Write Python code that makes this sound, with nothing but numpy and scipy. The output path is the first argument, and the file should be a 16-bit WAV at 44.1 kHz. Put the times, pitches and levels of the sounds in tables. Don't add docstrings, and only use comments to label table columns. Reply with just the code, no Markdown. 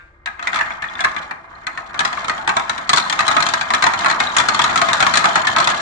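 import sys
import numpy as np
from scipy import signal
from scipy.fft import rfft, irfft, next_fast_len
from scipy.io import wavfile
from scipy.ndimage import uniform_filter1d

SR = 44100
rng = np.random.default_rng(int(sys.argv[2]) if len(sys.argv) > 2 else 0)


def to_wav(sig):
    pcm = np.clip(np.atleast_2d(sig), -1, 1) * 32767
    pcm = np.round(pcm).astype(np.int16)
    wavfile.write(sys.argv[1], SR, pcm.T)


N = 256220

# f/Hz, density/dB
HUM_SPECTRUM = [(12, -33), (20, -6), (81, -3.5), (97, -10.5), (270, -29), (344, -11), (403, -30),
                (480, -23.5), (600, -21.5), (780, -95), (1320, -120)]
# f/Hz, t60/s
ROOM_DECAY = [(150, 0.29), (600, 0.41), (1500, 0.38), (4000, 0.48), (10000, 0.49)]
# f/Hz, gain/dB
ROOM_EQ = [(200, -8.5), (700, 4.5), (1600, -2.0), (3500, -7.5), (9000, -8.5)]
# f/Hz, gain/dB
LEFT_EQ = [(300, -2), (650, 4), (1200, 0), (2000, 6.5), (3100, 5), (4200, 4.5), (5500, -1), (7500, 1.5),
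           (9500, 0.5)]
RIGHT_EQ = [(300, -3), (650, 3), (1200, -0.5), (2000, 3), (3150, -0.5), (3650, -6.5), (4250, -25),
            (4850, -3), (5700, -3.5), (7500, -6), (9000, -20)]
# f/Hz, level/dB, t60/s
FUNNEL_MODES = [(1180, -55, 0.86), (1420, -46, 0.31), (1590, -44, 0.44), (1760, -53, 0.32), (2300, -57, .3),
                (2800, -63, .35), (3630, -65, 0.23), (4540, -74, .5)]
# f/Hz, level/dB
WALL_RESONANCES = [(678, -8), (775, -8), (850, -2.5), (979, -4.5), (1087, 0), (1238, 7), (1302, 0.5),
                   (1571, -6), (1701, -2.5), (1851, -6.5), (2034, -26), (2110, -6), (2411, -4)]
RIM_RESONANCES = [(3423, -1.5), (4037, 0), (4285, -6.5), (5512, -8.5), (5910, -3.5), (6255, -21),
                  (6761, -6.5), (7299, -15), (8118, -23), (8871, -22.5)]
# f/Hz, density/dB
WALL_SPECTRUM = [(250, -43), (480, -28.5), (700, -7), (1000, -3.5), (1300, -1.5), (2000, -5), (2600, -8),
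                 (3600, -38.5)]
RIM_SPECTRUM = [(1600, -52), (2500, -5), (3500, 5), (4300, 2.5), (5000, -1), (7200, -2.5), (9000, -9.5),
                (10500, -22)]
TOWER_SPECTRUM = [(45, -23), (80, 0.5), (140, 3), (220, 5), (360, -1), (500, -9.5), (800, -32.5)]
# f/Hz, density/dB
RATTLE_SPECTRUM = [(300, -54.5), (500, 2), (750, -2.5), (1250, 18), (2000, -2.5), (2800, -22.5),
                   (4000, -27.5), (5000, -25.5), (7500, -34), (10000, -50.5)]
# t/s, f/Hz
CHUTE_PITCH = [(0, 1930), (.5, 1800), (.9, 1700), (1.35, 1210), (1.7, 1490), (2.1, 1210), (2.5, 1030),
               (3.1, 1310), (5.8, 1160)]
# t/s, level/dB
ROLL_LEVEL = [(0.0, -55), (0.31, -52), (0.44, -32.5), (0.61, -27), (0.78, -34.5), (1.18, -28.5),
              (1.37, -39.5), (1.63, -36.5), (2.17, -30), (2.88, -31), (3.33, -23.5), (3.69, -28),
              (4.01, -24.5), (4.19, -23), (4.42, -24.5), (4.53, -22.5), (5.15, -22.5), (5.81, -21.5)]
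# t/s, level/dB, f/Hz
TICK_EVENTS = [(0.4717, -9.5, 2000), (0.719, -30, 3400), (0.887, -26, 3420), (0.9537, -23.5, 3580),
               (1.5534, -40, 4160), (3.025, -16.5, 4080), (3.052, -22, 4040), (4.2715, -11, 3890),
               (4.3016, -21, 3800)]
# t/s, wall level/dB, wall f/Hz, rim level/dB, rim f/Hz
KNOCK_EVENTS = [(0.259, -16, 1750, -27.5, 3890), (0.272, -14, 1670, -38, 2980),
                (0.394, -17, 1250, -40, 3350), (0.426, -17.5, 1380, -32.5, 4140),
                (0.472, -10.5, 2082, -25, 3670), (0.531, -12.5, 1620, -30.5, 3470),
                (0.544, -13.5, 1130, -24.5, 3350), (0.559, -10, 1235, -25, 3160),
                (0.589, -12, 1720, -29.5, 4370), (0.61, -6.5, 1704, -31, 2800),
                (0.705, -15, 1570, -48, 3360), (0.822, -15.5, 1810, -33, 3060),
                (0.84, -16, 1870, -39, 3650), (0.953, -25, 1300, -41, 3400),
                (0.992, -13.5, 1690, -39, 3350), (1.006, -13.5, 1050, -21.5, 3390),
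                (1.04, -10, 1820, -30, 4280), (1.046, -2, 1746, -21, 3980), (1.164, -13.5, 1700, -31, 3570),
                (1.31, -15.5, 1350, -36, 4180), (1.668, -12.5, 1470, -25, 4180),
                (1.775, -16, 1830, -34, 4340), (1.943, -20, 1385, -37, 4170),
                (1.992, -7.5, 1590, -16.5, 3800), (2.004, -6.5, 1705, -20, 3140),
                (2.05, -6.5, 1040, -18.5, 5000), (2.129, -14.5, 1245, -30, 3310),
                (2.173, -12, 1134, -37, 3240), (2.245, -16.5, 1200, -30, 3800),
                (2.282, -11.5, 1270, -24, 3130), (2.296, -9.5, 1930, -23.5, 4290),
                (2.378, -19.5, 1280, -34, 3270), (2.476, -5.5, 887, -21.5, 3460),
                (2.492, -3.5, 1230, -21.5, 3190), (2.567, -4, 945, -19, 3550),
                (2.695, -7.5, 1500, -19, 3850), (2.779, -18, 1620, -27, 4000),
                (2.893, -1.5, 1254, -11, 4550), (2.932, 0, 1130, -10, 3510),
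                (2.961, -22.5, 1370, -17, 4920), (2.972, -3.5, 1420, -13.5, 4400),
                (2.981, -12, 1230, -14, 3670), (3.0, -18.5, 1270, -23.5, 4010),
                (3.098, -13, 1800, -16, 3230), (3.126, -10, 1180, -18, 3500),
                (3.191, -4, 1280, -18.5, 3940), (3.205, -5.5, 1210, -19.5, 4080),
                (3.266, -17, 1310, -24, 3300), (3.28, -3.5, 1255, -13.5, 3890),
                (3.313, -9.5, 1200, -21, 3560), (3.366, 0.5, 1186, -18.5, 3350),
                (3.404, -10.5, 1035, -20, 4120), (3.425, -10.5, 1086, -16, 4190),
                (3.465, -8, 1290, -17.5, 3200), (3.488, -12, 1370, -19, 3600),
                (3.537, -6, 1614, -14.5, 3900), (3.611, -9.5, 1180, -21, 4610),
                (3.704, -5, 1140, -22, 3970), (3.737, -3.5, 1376, -16, 4020),
                (3.747, -7, 1270, -16.5, 3480), (3.824, -5, 2220, -16, 4100),
                (3.839, -2.5, 1043, -16, 4030), (3.866, -1, 1015, -17, 3300),
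                (3.936, -9.5, 1315, -24.5, 4150), (3.99, -19.5, 1390, -24, 4170),
                (4.045, -7, 1366, -26, 3910), (4.06, -3.5, 1380, -20.5, 4020),
                (4.084, -24.5, 1450, -26.5, 4240), (4.1, -8.5, 1670, -20.5, 4330),
                (4.111, -7, 1236, -20, 4110), (4.202, -5, 850, -15, 3730), (4.366, -3.5, 1124, -11, 6740),
                (4.384, -7, 1223, -11.5, 3380), (4.4, -5, 1760, -16.5, 3340),
                (4.486, -2.5, 1230, -13, 4300), (4.545, -8, 1170, -19, 4300),
                (4.592, -2.5, 1046, -15, 3370), (4.618, -12.5, 1240, -16.5, 3420),
                (4.641, -4.5, 1236, -15, 3940), (4.693, -9.5, 890, -37, 3960),
                (4.758, -2.5, 1360, -18, 3920), (4.775, -8.5, 1180, -17, 3330),
                (4.816, -2, 1245, -15, 4400), (4.886, -5.5, 1050, -22.5, 3750),
                (4.931, -8, 1680, -14, 3860), (5.004, -5, 1350, -14.5, 3430),
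                (5.026, -1.5, 1310, -15, 3190), (5.066, -2.5, 1016, -16.5, 3290),
                (5.138, -5, 1955, -15, 4420), (5.155, -10, 1136, -15.5, 4020), (5.172, -3, 1630, -8, 4120),
                (5.242, -1.5, 1210, -21, 3960), (5.255, -2.5, 1310, -17, 3360),
                (5.356, -1, 1220, -15, 4090), (5.383, -14, 1030, -37, 4100), (5.47, -6, 1744, -17.5, 3240),
                (5.563, -4, 1167, -18.5, 3630), (5.584, -3.5, 1260, -16.5, 3460),
                (5.601, -6.5, 1340, -16, 4050), (5.643, -16.5, 1240, -19.5, 3430),
                (5.673, -4.5, 990, -14.5, 3630), (5.7, -14, 950, -19.5, 2910)]

TIME_S = np.arange(N) / SR
BLOW_S = np.arange(4096) / SR


def amp(db):
    return 10 ** (np.asarray(db) / 20)


def unit(x):
    return x / np.sqrt(np.mean(x ** 2) + 1e-20)


def along(points, hz):
    f, values = np.transpose(points)
    return np.interp(np.log(hz + 1), np.log(f + 1), values)


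def at_time(points, s):
    return np.interp(s, *np.transpose(points))


def hump(hz, centre_hz, octaves):
    return np.exp(-.5 * (np.log2((hz + 1) / centre_hz) / octaves) ** 2)


def filtered(x, response):
    n = x.shape[-1]
    m = next_fast_len(n + n // 8)
    return irfft(rfft(x, m) * response(np.fft.rfftfreq(m, 1 / SR)), m)[..., :n]


def coloured(x, spectrum):
    return unit(filtered(x, lambda hz: amp(along(spectrum, hz))))


def noise(n):
    return rng.standard_normal((2, n))


def spread(pair, width):
    mid, side = pair
    return np.array([mid + width * side, mid - width * side]) / np.hypot(1, width)


def add(track, s, sound):
    part = track[:, max(round(s * SR), 0):][:, :sound.shape[1]]
    part += sound[:, :part.shape[1]]


def hum(level_db=-50):
    return amp(level_db) * coloured(spread(noise(N), 0.15), HUM_SPECTRUM)


def room(x, spots=6, attack_s=0.00042):
    wet = np.zeros((2, N))
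    spot = np.arange(N) // (SR // 8) % spots
    for k in range(spots):
        hz, t, bins = signal.stft(noise(SR * 3 // 4), SR, nperseg=256)
        envelope = amp(-60 * t / along(ROOM_DECAY, hz)[:, None]) * (1 - np.exp(-t / attack_s))
        tail = signal.istft(bins * envelope, SR, nperseg=256)[1]
        share = uniform_filter1d((spot == k) * 1.0, size=256)
        wet += signal.fftconvolve(x * share, tail / np.linalg.norm(tail[0]), axes=1)[:, :N]
    return filtered(wet, lambda hz: amp(along(ROOM_EQ, hz)))


def funnel(wall_t60_s=0.37, rim_t60_s=0.87):
    clear = sum(amp(db - 60 * TIME_S / t60_s) * np.sin(2 * np.pi * (hz * TIME_S + rng.random((2, 1))))
                for hz, db, t60_s in FUNNEL_MODES)
    wall = coloured(noise(N), WALL_SPECTRUM) * amp(-49 - 60 * TIME_S / wall_t60_s)
    rim = coloured(noise(N), RIM_SPECTRUM) * amp(-66 - 60 * TIME_S / rim_t60_s)
    return amp(0.5) * clear + wall + rim


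def strike(modes, spectrum, spot_db, t60_s, mode_t60_s, mode_db, attack_s, width, rebound):
    hz, db = np.transpose(modes)
    hz = hz * (1 + 0.016 * rng.standard_normal(len(hz)))
    gains = amp(db + rng.normal(0, 1.37, (2, len(hz))) + spot_db(hz))
    cycles = hz[:, None] * BLOW_S + rng.random((2, len(hz), 1))
    ring = unit(np.sum(gains[..., None] * np.sin(2 * np.pi * cycles), axis=1))
    dense = unit(filtered(noise(len(BLOW_S)), lambda f: amp(along(spectrum, f) + spot_db(f))))
    decay = amp(-60 * BLOW_S / t60_s)
    blow = dense * decay + ring * amp(mode_db - 60 * BLOW_S / mode_t60_s)
    blow = spread(blow * (1 - np.exp(-BLOW_S / attack_s)), width)
    delay = round(rng.uniform(.001, .004) * SR)
    blow = blow + rebound * np.pad(blow, ((0, 0), (delay, 0)))[:, :len(BLOW_S)]
    return unit(blow) * np.sqrt(np.mean(decay ** 2))


def patter(blow, rate_per_s, scatter_db):
    impulses = (rng.random(N) < rate_per_s / SR) * rng.choice([-1, 1], N)
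    strength = amp(scatter_db * np.minimum(rng.exponential(size=N), 2))
    return signal.oaconvolve((impulses * strength)[None], blow, axes=1)[:, :N]


def shake_db(hz, db_per_octave=-7):
    return db_per_octave * np.log2(hz / 1000)


def rumble(chute_hz):
    return amp(shake_db(chute_hz)) * coloured(spread(noise(N), 0.11), TOWER_SPECTRUM)


def skitter(roll_db, onset_db=-35.5):
    out = np.zeros((2, N))
    for hz in np.geomspace(2700, 7000, 7):
        spot_db = lambda f: 8 * hump(f, hz, octaves=0.037) - 6 * hump(f, 8700, octaves=1.0)
        blow = strike(RIM_RESONANCES, RIM_SPECTRUM, spot_db, t60_s=0.021, mode_t60_s=0.052,
                      mode_db=-11, attack_s=0.00057, width=0.97, rebound=0.99)
        out += patter(blow, rate_per_s=26, scatter_db=3.2)
    return unit(out) / (1 + amp(onset_db - roll_db) ** 2)


def rattle(chute_hz):
    out = np.zeros((2, N))
    for hz in np.geomspace(650, 2200, 7):
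        spot_db = lambda f: 11 * hump(f, hz, octaves=0.22)
        blow = strike(WALL_RESONANCES, RATTLE_SPECTRUM, spot_db, t60_s=0.065, mode_t60_s=0.12,
                      mode_db=-5.5, attack_s=0.000055, width=0.67, rebound=0.7)
        out += amp(11 * hump(hz, chute_hz, octaves=1.0)) * patter(blow, rate_per_s=55, scatter_db=5.3)
    return unit(out)


def rolling(usual_roll_db=-30, stir_db=5.5, settle_s=0.096):
    chute_hz = at_time(CHUTE_PITCH, TIME_S)
    roll_db = at_time(ROLL_LEVEL, TIME_S)
    knock_s = np.sort([-1, *(row[0] for row in KNOCK_EVENTS)])
    since_knock_s = TIME_S - knock_s[np.searchsorted(knock_s, TIME_S, side="right") - 1]
    jostle = uniform_filter1d(np.exp(-since_knock_s / settle_s), size=256)
    drive_db = roll_db + stir_db * jostle - usual_roll_db
    return (amp(-34.5 + 0.98 * drive_db) * rattle(chute_hz)
            + amp(-45.5 + 1.25 * drive_db) * skitter(roll_db)
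            + amp(-44.5 + 0.94 * drive_db) * rumble(chute_hz))


def thuds(gain_db=-24, t60_s=0.18, attack_s=0.0018):
    out = np.zeros((2, N))
    for s, wall_db, *_ in KNOCK_EVENTS:
        thud_db = wall_db + gain_db + shake_db(at_time(CHUTE_PITCH, s))
        jolt = coloured(spread(noise(len(BLOW_S)), 0.097), TOWER_SPECTRUM)
        add(out, s, jolt * amp(thud_db - 60 * BLOW_S / t60_s) * (1 - np.exp(-BLOW_S / attack_s)))
    return out


def ticks(t60_s=0.028, attack_s=0.0004, right_lead_s=0.00019):
    out = np.zeros((2, N))
    for s, db, hz in TICK_EVENTS:
        note = np.sin(2 * np.pi * hz * np.array([BLOW_S, BLOW_S + right_lead_s]))
        add(out, s, note * amp(db - 60 * BLOW_S / t60_s) * (1 - np.exp(-BLOW_S / attack_s)))
    return out


def contacts(hop_s=0.022, hop_loss_db=18.5):
    rows = []
    for s, wall_db, wall_hz, rim_db, rim_hz in KNOCK_EVENTS:
        flight_s = hop_s * rng.lognormal(0, 0.45)
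        loss_db = rng.normal(hop_loss_db, 4.7)
        rows.append((s, wall_db, wall_hz, rim_db, rim_hz))
        rows.append((s + flight_s, wall_db - loss_db, wall_hz, rim_db - loss_db, rim_hz))
    return rows


def knocks(wall_gain_db=-4.5, rim_gain_db=4):
    out = np.zeros((2, N))
    for s, wall_db, wall_hz, rim_db, rim_hz in contacts():
        chute_hz = at_time(CHUTE_PITCH, s)
        treble_db = 0.3 * (rim_db + 34)
        wall_spot_db = lambda f: 7 * hump(f, wall_hz, octaves=0.1) + 8 * hump(f, chute_hz, octaves=1.0)
        rim_spot_db = lambda f: (6 * hump(f, rim_hz, octaves=0.047)
                                 + treble_db * hump(f, 8340, octaves=0.99))
        wall_modes = [*WALL_RESONANCES, (wall_hz, along(WALL_SPECTRUM, wall_hz) + 0.5)]
        rim_modes = [*RIM_RESONANCES, (rim_hz, along(RIM_SPECTRUM, rim_hz) - 2.5)]
        wall = strike(wall_modes, WALL_SPECTRUM, wall_spot_db, t60_s=0.061, mode_t60_s=0.11,
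                      mode_db=-4.5, attack_s=0.00029, width=0.98, rebound=0.66)
        rim = strike(rim_modes, RIM_SPECTRUM, rim_spot_db, t60_s=0.034, mode_t60_s=0.065,
                     mode_db=-7, attack_s=0.00012, width=1.0, rebound=0.36)
        add(out, s, amp(wall_db + wall_gain_db) * wall + amp(rim_db + rim_gain_db) * rim)
    return out


def scene():
    toy = knocks() + ticks() + rolling()
    return toy + amp(-4) * room(toy) + thuds() + funnel() + hum()


def record(dry, right_delay_s=0.00023, ceiling=0.92, cutoff_hz=10150):
    left = filtered(dry[0], lambda hz: amp(along(LEFT_EQ, hz)))
    right = filtered(dry[1],
                     lambda hz: amp(along(RIGHT_EQ, hz)) * np.exp(-2j * np.pi * hz * right_delay_s))
    pair = np.array([left, right])
    clipped = pair / (1 + np.abs(pair / ceiling) ** 6) ** (1 / 6)
    return filtered(clipped, lambda hz: 1 / np.sqrt(1 + (hz / cutoff_hz) ** 160))


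dry = scene()
out = record(dry)
to_wav(out)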